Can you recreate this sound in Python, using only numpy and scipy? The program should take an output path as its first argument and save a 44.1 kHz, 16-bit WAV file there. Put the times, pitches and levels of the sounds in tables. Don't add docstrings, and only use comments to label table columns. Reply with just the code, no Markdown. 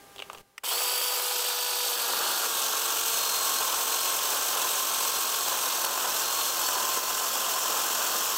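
import sys
import numpy as np
from scipy import signal
from scipy.fft import rfft, irfft, next_fast_len
from scipy.io import wavfile
from scipy.ndimage import uniform_filter1d

SR = 44100
rng = np.random.default_rng(int(sys.argv[2]) if len(sys.argv) > 2 else 0)


def output_pcm(signal):
    pcm = np.clip(np.atleast_2d(signal).T, -1, 1) * 32767
    wavfile.write(sys.argv[1], SR, np.round(pcm).astype(np.int16))


N = 369116
TIME = np.arange(N) / SR
SPROCKET_TEETH, CUTTER_SPACING_LINKS, GEAR_TEETH = 5, 4, 24
MOTOR_TURNS_PER_LINK, MOTOR_SLOTS = 25 / 16, 12
START_S = 0.633


def from_db(db):
    return 10 ** (np.asarray(db) / 20)


def rms_one(x):
    return x / np.sqrt(np.mean(x ** 2) + 1e-20)


def in_time(rows):
    s, *columns = np.transpose(rows)
    return [np.interp(TIME, s, c) for c in columns]


def swell(s, rise_s, fall_s):
    return np.interp(TIME, [s - rise_s, s, s + fall_s], [0, 1, 0])


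def drift(rate):
    r = np.exp(-80 * np.pi * rate / SR)
    slow = signal.lfilter([1], [1, -2 * r, r * r], rng.standard_normal(N // 40 + 2002))[2000:]
    return np.interp(np.arange(N) / 40, np.arange(len(slow)), rms_one(slow))


def colour(x, spectrum):
    size = next_fast_len(N + SR // 4, True)
    size += size % 2
    octave = np.log2(np.maximum(np.arange(size // 2 + 1) * SR / size, 1))
    hz, db = np.transpose(spectrum)
    beyond = np.abs(octave - np.clip(octave, np.log2(hz[0]), np.log2(hz[-1])))
    gain = rms_one(from_db(np.interp(octave, np.log2(hz), db) - np.minimum(45 * beyond, 60)))
    cepstrum = irfft(np.log(gain))
    cepstrum[1:size // 2] *= 2
    cepstrum[size // 2 + 1:] = 0
    return irfft(rfft(x, size) * np.exp(rfft(cepstrum)))[:N]


def tone(cycles, waver_db, smear):
    level = rms_one(from_db(waver_db * drift(8.6)))
    return np.sqrt(2) * level * np.sin(2 * np.pi * cycles + smear * drift(15.3))


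# pitch_hz, relative level_db per Hz
AIR_SPECTRUM = [(18, -26), (30, -18), (102, -15.5), (208, -16.5), (249, -14), (359, -15), (399, -7),
                (455, -13), (1200, -18.5), (1330, -19.5), (15500, -28)]
# time_s, level_db
AIR_LEVEL = [(0, -53.5), (0.41, -52.5), (0.425, -65), (0.62, -66.5), (8.37, -75)]
# multiple of its pitch, level_db relative to the air
FAR_ENGINE_ORDERS = [(1, -9.5), (2, -9.5), (3, -12), (4, -15)]
FAR_ENGINE_HZ = 399


def garden(bump_s=0.388, bump_db=-52, bump_length_s=0.033):
    engine = sum(from_db(db) * tone(round(k) * FAR_ENGINE_HZ * TIME, waver_db=0.0, smear=0.11)
                 for k, db in FAR_ENGINE_ORDERS)
    air = from_db(in_time(AIR_LEVEL)[0]) * (colour(rng.standard_normal(N), AIR_SPECTRUM) + engine)
    thud = colour(rng.standard_normal(N), [(12, 2), (50, -30), (200, -17)])
    return air + from_db(bump_db) * np.exp(-((TIME - bump_s) / bump_length_s) ** 2) * thud


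# start_s, relative level_db, ring pitch_hz, t60_s (time to fall 60 dB), treble_db
CLICKS = [(0.161, -33.5, 3620, .012, -4), (0.182, -38, 3500, .03, -8), (0.192, -31.5, 3400, 0.018, -8),
          (0.2003, -28.5, 2800, .012, -11), (0.2219, -24.5, 2660, 0.015, -10),
          (0.2993, -26, 1210, 0.0091, -18), (0.331, -40.5, 1100, .025, 8.5),
          (0.3482, -31.5, 1300, .016, -14), (0.375, -40, 2600, .012, -8), (0.383, -41, 3000, .008, 7)]
# pitch_hz, relative level_db per Hz
CLICK_BODY = [(150, -36), (430, 6), (700, 0), (1100, 2.5), (1900, -10), (2800, 0), (4200, -7.5),
              (5500, -10), (7000, -5), (8300, -2), (9500, -16), (15000, -9)]


def handling(ring_width_hz=900, ring_db=10, tail_db=-20, tail_t60_s=0.13, treble_hz=4500):
    out, age = np.zeros(N), TIME[:SR // 10]
    soften = signal.butter(3, treble_hz, fs=SR, output="sos")
    sharpen = signal.butter(3, treble_hz, "high", fs=SR, output="sos")
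    for s, db, hz, t60, treble_db in CLICKS:
        decay = from_db(-60 * age / t60) + from_db(tail_db - 60 * age / tail_t60_s)
        burst = rng.standard_normal(len(age)) * decay
        ring = signal.lfilter(*signal.iirpeak(hz, hz / ring_width_hz, fs=SR), burst)
        body = signal.sosfilt(soften, burst + from_db(ring_db) * ring)
        clack = body + from_db(treble_db) * signal.sosfilt(sharpen, burst)
        out[int(s * SR):int(s * SR) + len(age)] += from_db(db) * clack / 2
    return colour(out, CLICK_BODY)


# pitch_hz, relative level_db per Hz
TRIGGER_BODY = [(300, -22), (850, -7), (1400, -7), (1650, -13), (1950, 3), (2300, -5), (2900, -1),
                (4050, -24), (4800, -11), (5700, -11), (6600, -22), (8400, -10), (9500, -22), (15000, -22)]


def trigger(at_s=.5805, peak_db=-23, t60_s=0.02, rise_s=0.0018):
    age = TIME - at_s
    burst = np.clip(1 + age / rise_s, 0, 1) * from_db(-60 * np.clip(age / t60_s, 0, 2))
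    snap = colour(burst * rng.standard_normal(N), TRIGGER_BODY)
    return from_db(peak_db) * snap / np.abs(snap).max()


# time_s, load (0 running free, 1 a steady cut)
FEED = [(1.3, 0), (1.4, .1), (1.83, .11), (2.03, .52), (2.44, .6), (2.58, .98), (3.1, .8), (3.35, .93),
        (5.4, 1), (6.45, .95), (7.0, 1.18), (8.37, 1.2)]
# deepest_s, extra load, build_up_s, recovery_s
DIGS = [(3.64, .38, .08, .33), (4.3, .45, .22, .15), (4.54, .52, .1, .58), (5.53, .55, .06, .4),
        (5.87, .6, .07, .2), (6.07, .62, .17, .27), (6.74, .68, .26, .2), (7.03, .36, .08, .35),
        (7.54, .36, .2, .33), (8.08, .28, .18, .25)]
FREE_SPEED, SAG_PER_LOAD = 247.4, 22
SPIN_UP_S, SPEED_WAVER = .039, .004


def motor():
    load = in_time(FEED)[0] + sum(extra * swell(s, rise, fall) for s, extra, rise, fall in DIGS)
    spun_up = 1 - np.exp(-np.maximum(TIME - START_S, 0) / SPIN_UP_S)
    waver = 1 + SPEED_WAVER * load * drift(20)
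    return load, spun_up * (FREE_SPEED - SAG_PER_LOAD * load) * waver


def link_blows(links, decay_links, uneven_db, rise_links=0.081):
    sizes = from_db(uneven_db * np.clip(rng.standard_normal(4000), -2.3, 2.3))
    blows = sizes[links.astype(int)] * np.exp(-(links % 1) / decay_links)
    return rms_one(uniform_filter1d(blows, max(1, int(rise_links * N / links[-1]))))


def pings(count, size, t60_s, uneven_db):
    when, pitch, strength = rng.random((count, 3)).T[:, :, None]
    age = TIME[:size]
    hz = 2000 + 13600 * pitch
    rings = from_db(uneven_db * strength) * from_db(-60 * age / t60_s) * np.sin(2 * np.pi * hz * age)
    places = (when * N).astype(int) + np.arange(size)
    return rms_one(np.bincount(places.ravel(), rings.ravel(), N)[:N])


# time_s, position 0-3
BAR_POSITION = [(0.6, 0), (1.05, 0), (1.45, 1), (2.1, 1), (2.9, 2), (5.3, 2), (7.0, 3), (8.37, 3)]
# pitch_hz, relative level_db per Hz
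BAR_IN_AIR = [(2000, -8.5), (3170, 3), (4130, -4), (4520, 1.5), (6140, -4), (7240, -3.5), (7950, 2.5),
              (8910, -7), (9630, -5), (10340, -0.5), (11560, -4.5), (14150, -0.5), (15050, 1), (15570, -10)]
BAR_AT_BARK = [(2000, -16), (2840, 1.5), (3360, 3), (6520, -0.5), (6910, -1), (7750, -2), (8270, 5),
               (9040, -8), (9560, -7), (10980, -1), (11560, -5), (12790, 0.5), (15250, -2), (15570, -12)]
BAR_IN_KERF = [(2000, -14), (2260, -8), (3040, 0.5), (4200, -1.5), (4650, -4), (6400, 2), (6910, -2.5),
               (8330, 2), (9370, -9), (10530, -6.5), (11240, -2.5), (12400, -4.5), (14600, -1), (15570, -6)]
BAR_BURIED = [(2000, -12), (2260, -11), (2710, -0.5), (3170, 1.5), (4010, -3.5), (4840, -3.5), (5300, 2),
              (8140, 1), (8980, -5), (10400, -8), (11240, -1.5), (12210, -3.5), (14790, -1), (15570, -3.5)]


def chain_rattle(links, level_db, wobble_db=1.05, flutter_db=0.59, grain_db=0.5, ring_db=-7):
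    tension = from_db(wobble_db * np.sin(2 * np.pi * links / SPROCKET_TEETH) + flutter_db * drift(27))
    grain = rng.standard_normal(N) * from_db(grain_db * drift(700))
    chatter = rms_one(grain * link_blows(links, decay_links=12.0, uneven_db=0.5))
    ringing = pings(count=12000, size=220, t60_s=.012, uneven_db=10)
    contacts = rms_one(tension * (chatter + from_db(ring_db) * ringing))
    position, = in_time(BAR_POSITION)
    colours = (BAR_IN_AIR, BAR_AT_BARK, BAR_IN_KERF, BAR_BURIED)
    blended = sum(np.maximum(1 - np.abs(position - k), 0) * colour(contacts, c)
                  for k, c in enumerate(colours))
    return from_db(level_db) * blended


# pitch_hz, relative level_db per Hz
HOUSING = [(40, -33), (130, -34), (330, -16), (480, -3), (670, -1), (990, 3), (1150, -1.5), (1230, 1),
           (1600, -3.5), (2120, -9.5), (2500, -3)]
TRUNK = [(40, -29), (90, -34.5), (290, -14.5), (500, -5.5), (670, -4.5), (970, -1.5), (1060, -4),
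         (1150, -1.5), (1570, -4.5), (1990, -16.5), (2260, -22.5), (2500, -10)]


def cutting(links, bite, level_db, free_db=-0.5, wood_db=-2.0, grab_db=0.5, fibre_db=1.0, tear_db=6.0,
            wobble_db=0.0):
    wobble = from_db(wobble_db * np.sin(2 * np.pi * links / SPROCKET_TEETH))
    knocks = rms_one(rng.standard_normal(N) * wobble * link_blows(links, decay_links=1.0, uneven_db=3.5))
    grab = from_db(np.minimum(grab_db * drift(17) + fibre_db * drift(570), tear_db))
    tearing = rms_one(rng.standard_normal(N) * wobble * grab
                      * link_blows(links, decay_links=1.6, uneven_db=1.12))
    free = np.sqrt(1 - bite) * from_db(free_db) * colour(knocks, HOUSING)
    wood = np.sqrt(bite) * from_db(wood_db) * colour(tearing, TRUNK)
    return from_db(level_db) * (free + wood)


# multiple of the link rate, free_db, cutting_db (both relative to the hum)
LINK_ORDERS = [(2, -3.5, -5.5), (3.2, -13, -22), (3.4, -12, -20), (3.8, -15, -22), (4, -6, -5), (5, -8, -6),
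               (5.2, -15, -22), (6, -9.5, -3), (7, -14, -4.5), (8, -24, -18), (9, -15, -24), (11, -13, -15),
               (13, -18, -19), (17, -18, -22)]
# multiple of the cutter rate, relative level_db
CUTTER_ORDERS = [(1, -76), (2, -69), (3, -74), (4, -67)]
HUM_DB, HUM_DEPTH_DB = -40.5, -6
THRUM_DB, THRUM_DEPTH_DB = -1, 9


def chain_tones(links, depth, bite):
    hum_db = HUM_DB + HUM_DEPTH_DB * depth
    hum = sum(from_db(hum_db + free_db + bite * (cut_db - free_db))
              * tone(k * links, waver_db=1 + bite, smear=k * (.03 + .05 * bite))
              for k, free_db, cut_db in LINK_ORDERS)
    thrum = sum(from_db(db) * tone(k * links / CUTTER_SPACING_LINKS, waver_db=3.5, smear=0.33)
                for k, db in CUTTER_ORDERS)
    return hum + bite * from_db(THRUM_DB + THRUM_DEPTH_DB * depth) * thrum


# start_s, end_s, level_db
WHINE_SPELLS = [(.74, 1.158, -38), (1.462, 1.94, -39.5), (1.94, 2.46, -42.5), (3.09, 3.58, -39.5),
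                (3.9, 4.133, -42), (5.05, 5.45, -45.5), (6.26, 6.5, -40.5)]
WHINE_DB, WHINE_DB_PER_LOAD, WHINE_FADE_S = -49, -3.5, .05


def whine_level(load):
    spells = [from_db(db) * np.interp(TIME, [start - WHINE_FADE_S, start, end, end + WHINE_FADE_S],
                                      [0, 1, 1, 0])
              for start, end, db in WHINE_SPELLS]
    return np.max([from_db(WHINE_DB + WHINE_DB_PER_LOAD * load), *spells], axis=0)


WHINE_ONSET_PACE = 0.87
GEAR_SLACK_DB, GEAR_TIGHT_DB, GEAR_SLACK_LOAD, GEAR_TIGHT_LOAD = -62, -40.5, 0.42, 0.92


def drive(links, pace, load, bite, rotor_db=-56, loaded_db=-1, overtone_db=-18, gear_waver_db=1.5,
          jitter_cycles=0.048):
    turns, mesh = links * MOTOR_TURNS_PER_LINK, links * GEAR_TEETH / SPROCKET_TEETH
    mesh = mesh + jitter_cycles * load * drift(60)
    rotor = from_db(rotor_db + loaded_db * bite) * pace ** 2 * tone(turns, waver_db=3.5, smear=0.14)
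    whine = tone(turns * MOTOR_SLOTS, waver_db=1.8, smear=.7 + .4 * bite ** 2)
    whine_gain = whine_level(load) * np.minimum(pace / WHINE_ONSET_PACE, 1) ** 10
    gear = tone(mesh, waver_db=gear_waver_db, smear=.8)
    gear = gear + from_db(overtone_db) * tone(2 * mesh, waver_db=2.5, smear=.9)
    gear_db = np.interp(load, [GEAR_SLACK_LOAD, GEAR_TIGHT_LOAD], [GEAR_SLACK_DB, GEAR_TIGHT_DB])
    beat = (1 + .6 * np.sin(2 * np.pi * links / SPROCKET_TEETH)) * rms_one(from_db(1.8 * drift(30)))
    return rotor + whine_gain * whine + from_db(gear_db) * beat * gear


# middle_s, half_length_s, from_hz, to_hz, level_db (rms at the middle)
SQUEALS = [(.705, .04, 3000, 3480, -37), (1.19, .025, 4700, 5080, -43), (1.28, .06, 4950, 4720, -45),
           (5.855, 0.028, 4380, 4450, -42), (6.668, .025, 4520, 4380, -38), (6.77, .044, 4300, 4420, -41)]


def squeals():
    out, unsteady_hz = np.zeros(N), 60 * drift(120)
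    for s, length, from_hz, to_hz, db in SQUEALS:
        near = slice(int((s - 2 * length) * SR), int((s + 2 * length) * SR))
        along = (TIME[near] - s) / length
        hz = np.interp(along, [-1, 1], [from_hz, to_hz]) + unsteady_hz[near]
        sine = np.sin(2 * np.pi * np.cumsum(hz) / SR)
        out[near] += np.sqrt(2) * from_db(db) * np.exp(-along ** 2) * sine
    return out


def groove_whistle(depth, hz=4420, wander_hz=70, unsteady_hz=90, level_db=-45, flicker_db=5):
    pitch = hz + wander_hz * drift(4) + unsteady_hz * drift(119)
    whistle = from_db(flicker_db * drift(7)) * np.sin(2 * np.pi * np.cumsum(pitch) / SR)
    return from_db(level_db) * depth * rms_one(whistle)


# middle_s, level_db, half_length_s, treble_db (the jerk relative to the jolt)
SNAGS = [(2.135, -27, 0.0024, -5), (2.44, -33.5, .024, -5), (3.616, -30, 0.009, -6), (4.332, -32, .003, -5),
         (4.627, -34, .0035, 6), (5.484, -27.5, 0.0043, 1.5), (5.849, -28.5, .004, 4.5),
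         (5.977, -26.5, .0032, -7), (6.688, -31.5, 0.0043, 4), (6.974, -28, 0.0033, 1)]


def snags():
    jolt, jerk = np.zeros((2, N))
    for s, db, length, treble_db in SNAGS:
        near = slice(int((s - 3 * length) * SR), int((s + 3 * length) * SR))
        envelope = from_db(db) * np.exp(-((TIME[near] - s) / length) ** 2)
        jolt[near] += envelope
        jerk[near] += envelope * from_db(treble_db)
    return colour(jolt * rng.standard_normal(N), TRUNK) + colour(jerk * rng.standard_normal(N), BAR_BURIED)


# time_s, depth of the kerf 0-1
KERF = [(2.0, 0), (8.37, 1)]
# time_s, level_db
RATTLE_LEVEL = [(0.72, -29.5), (1.54, -30.5), (3.44, -28.5), (5.97, -29.5), (6.95, -29), (7.01, -29),
                (7.43, -29.5), (8.3, -29)]
# lowest_s, change_db, recovery_s
SKIPS = [(5.89, -2, 0.13), (7.01, -3, 0.19)]
# loudest_s, change_db, build_up_s, fade_s
JUDDERS = [(2.218, 4, .3, 0.35), (7.8, 1.5, 0.19, 0.86)]
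FULL_BITE_LOAD = 0.64
WOOD_DB, WOOD_DB_PER_LOAD, KICK_DB, KICK_S = -38, 4, 4.5, .025


def scene(rattle_trim_db=0.32, rattle_growth=0.52, hum_growth=5.0, attack_s=0.0055, skip_onset_s=0.036,
          free_bite=.02):
    load, speed = motor()
    depth, = in_time(KERF)
    links = np.cumsum(speed) / SR
    pace = speed / FREE_SPEED
    age = np.maximum(TIME - START_S, 0)
    bite = np.clip(free_bite + load / FULL_BITE_LOAD, 0, 1)
    skip_db = sum(db * swell(s, skip_onset_s, recovery) for s, db, recovery in SKIPS)
    judder_db = sum(db * swell(s, build_up, fade) for s, db, build_up, fade in JUDDERS)
    wood_db = WOOD_DB + WOOD_DB_PER_LOAD * load + KICK_DB * np.exp(-age / KICK_S) + judder_db
    rattle_db = in_time(RATTLE_LEVEL)[0] + rattle_trim_db + skip_db
    saw = (pace ** rattle_growth * chain_rattle(links, rattle_db)
           + cutting(links, bite, wood_db + skip_db)
           + pace ** hum_growth * chain_tones(links, depth, bite)
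           + drive(links, pace, load, bite)
           + groove_whistle(depth))
    running = np.minimum(age / attack_s, 1)
    return np.tile(running * saw + squeals() + snags() + handling() + trigger() + garden(), (2, 1))


def record(dry):
    return signal.sosfilt(signal.ellip(12, .1, 80, 15750, fs=SR, output="sos"), dry)


dry = scene()
out = record(dry)
output_pcm(out)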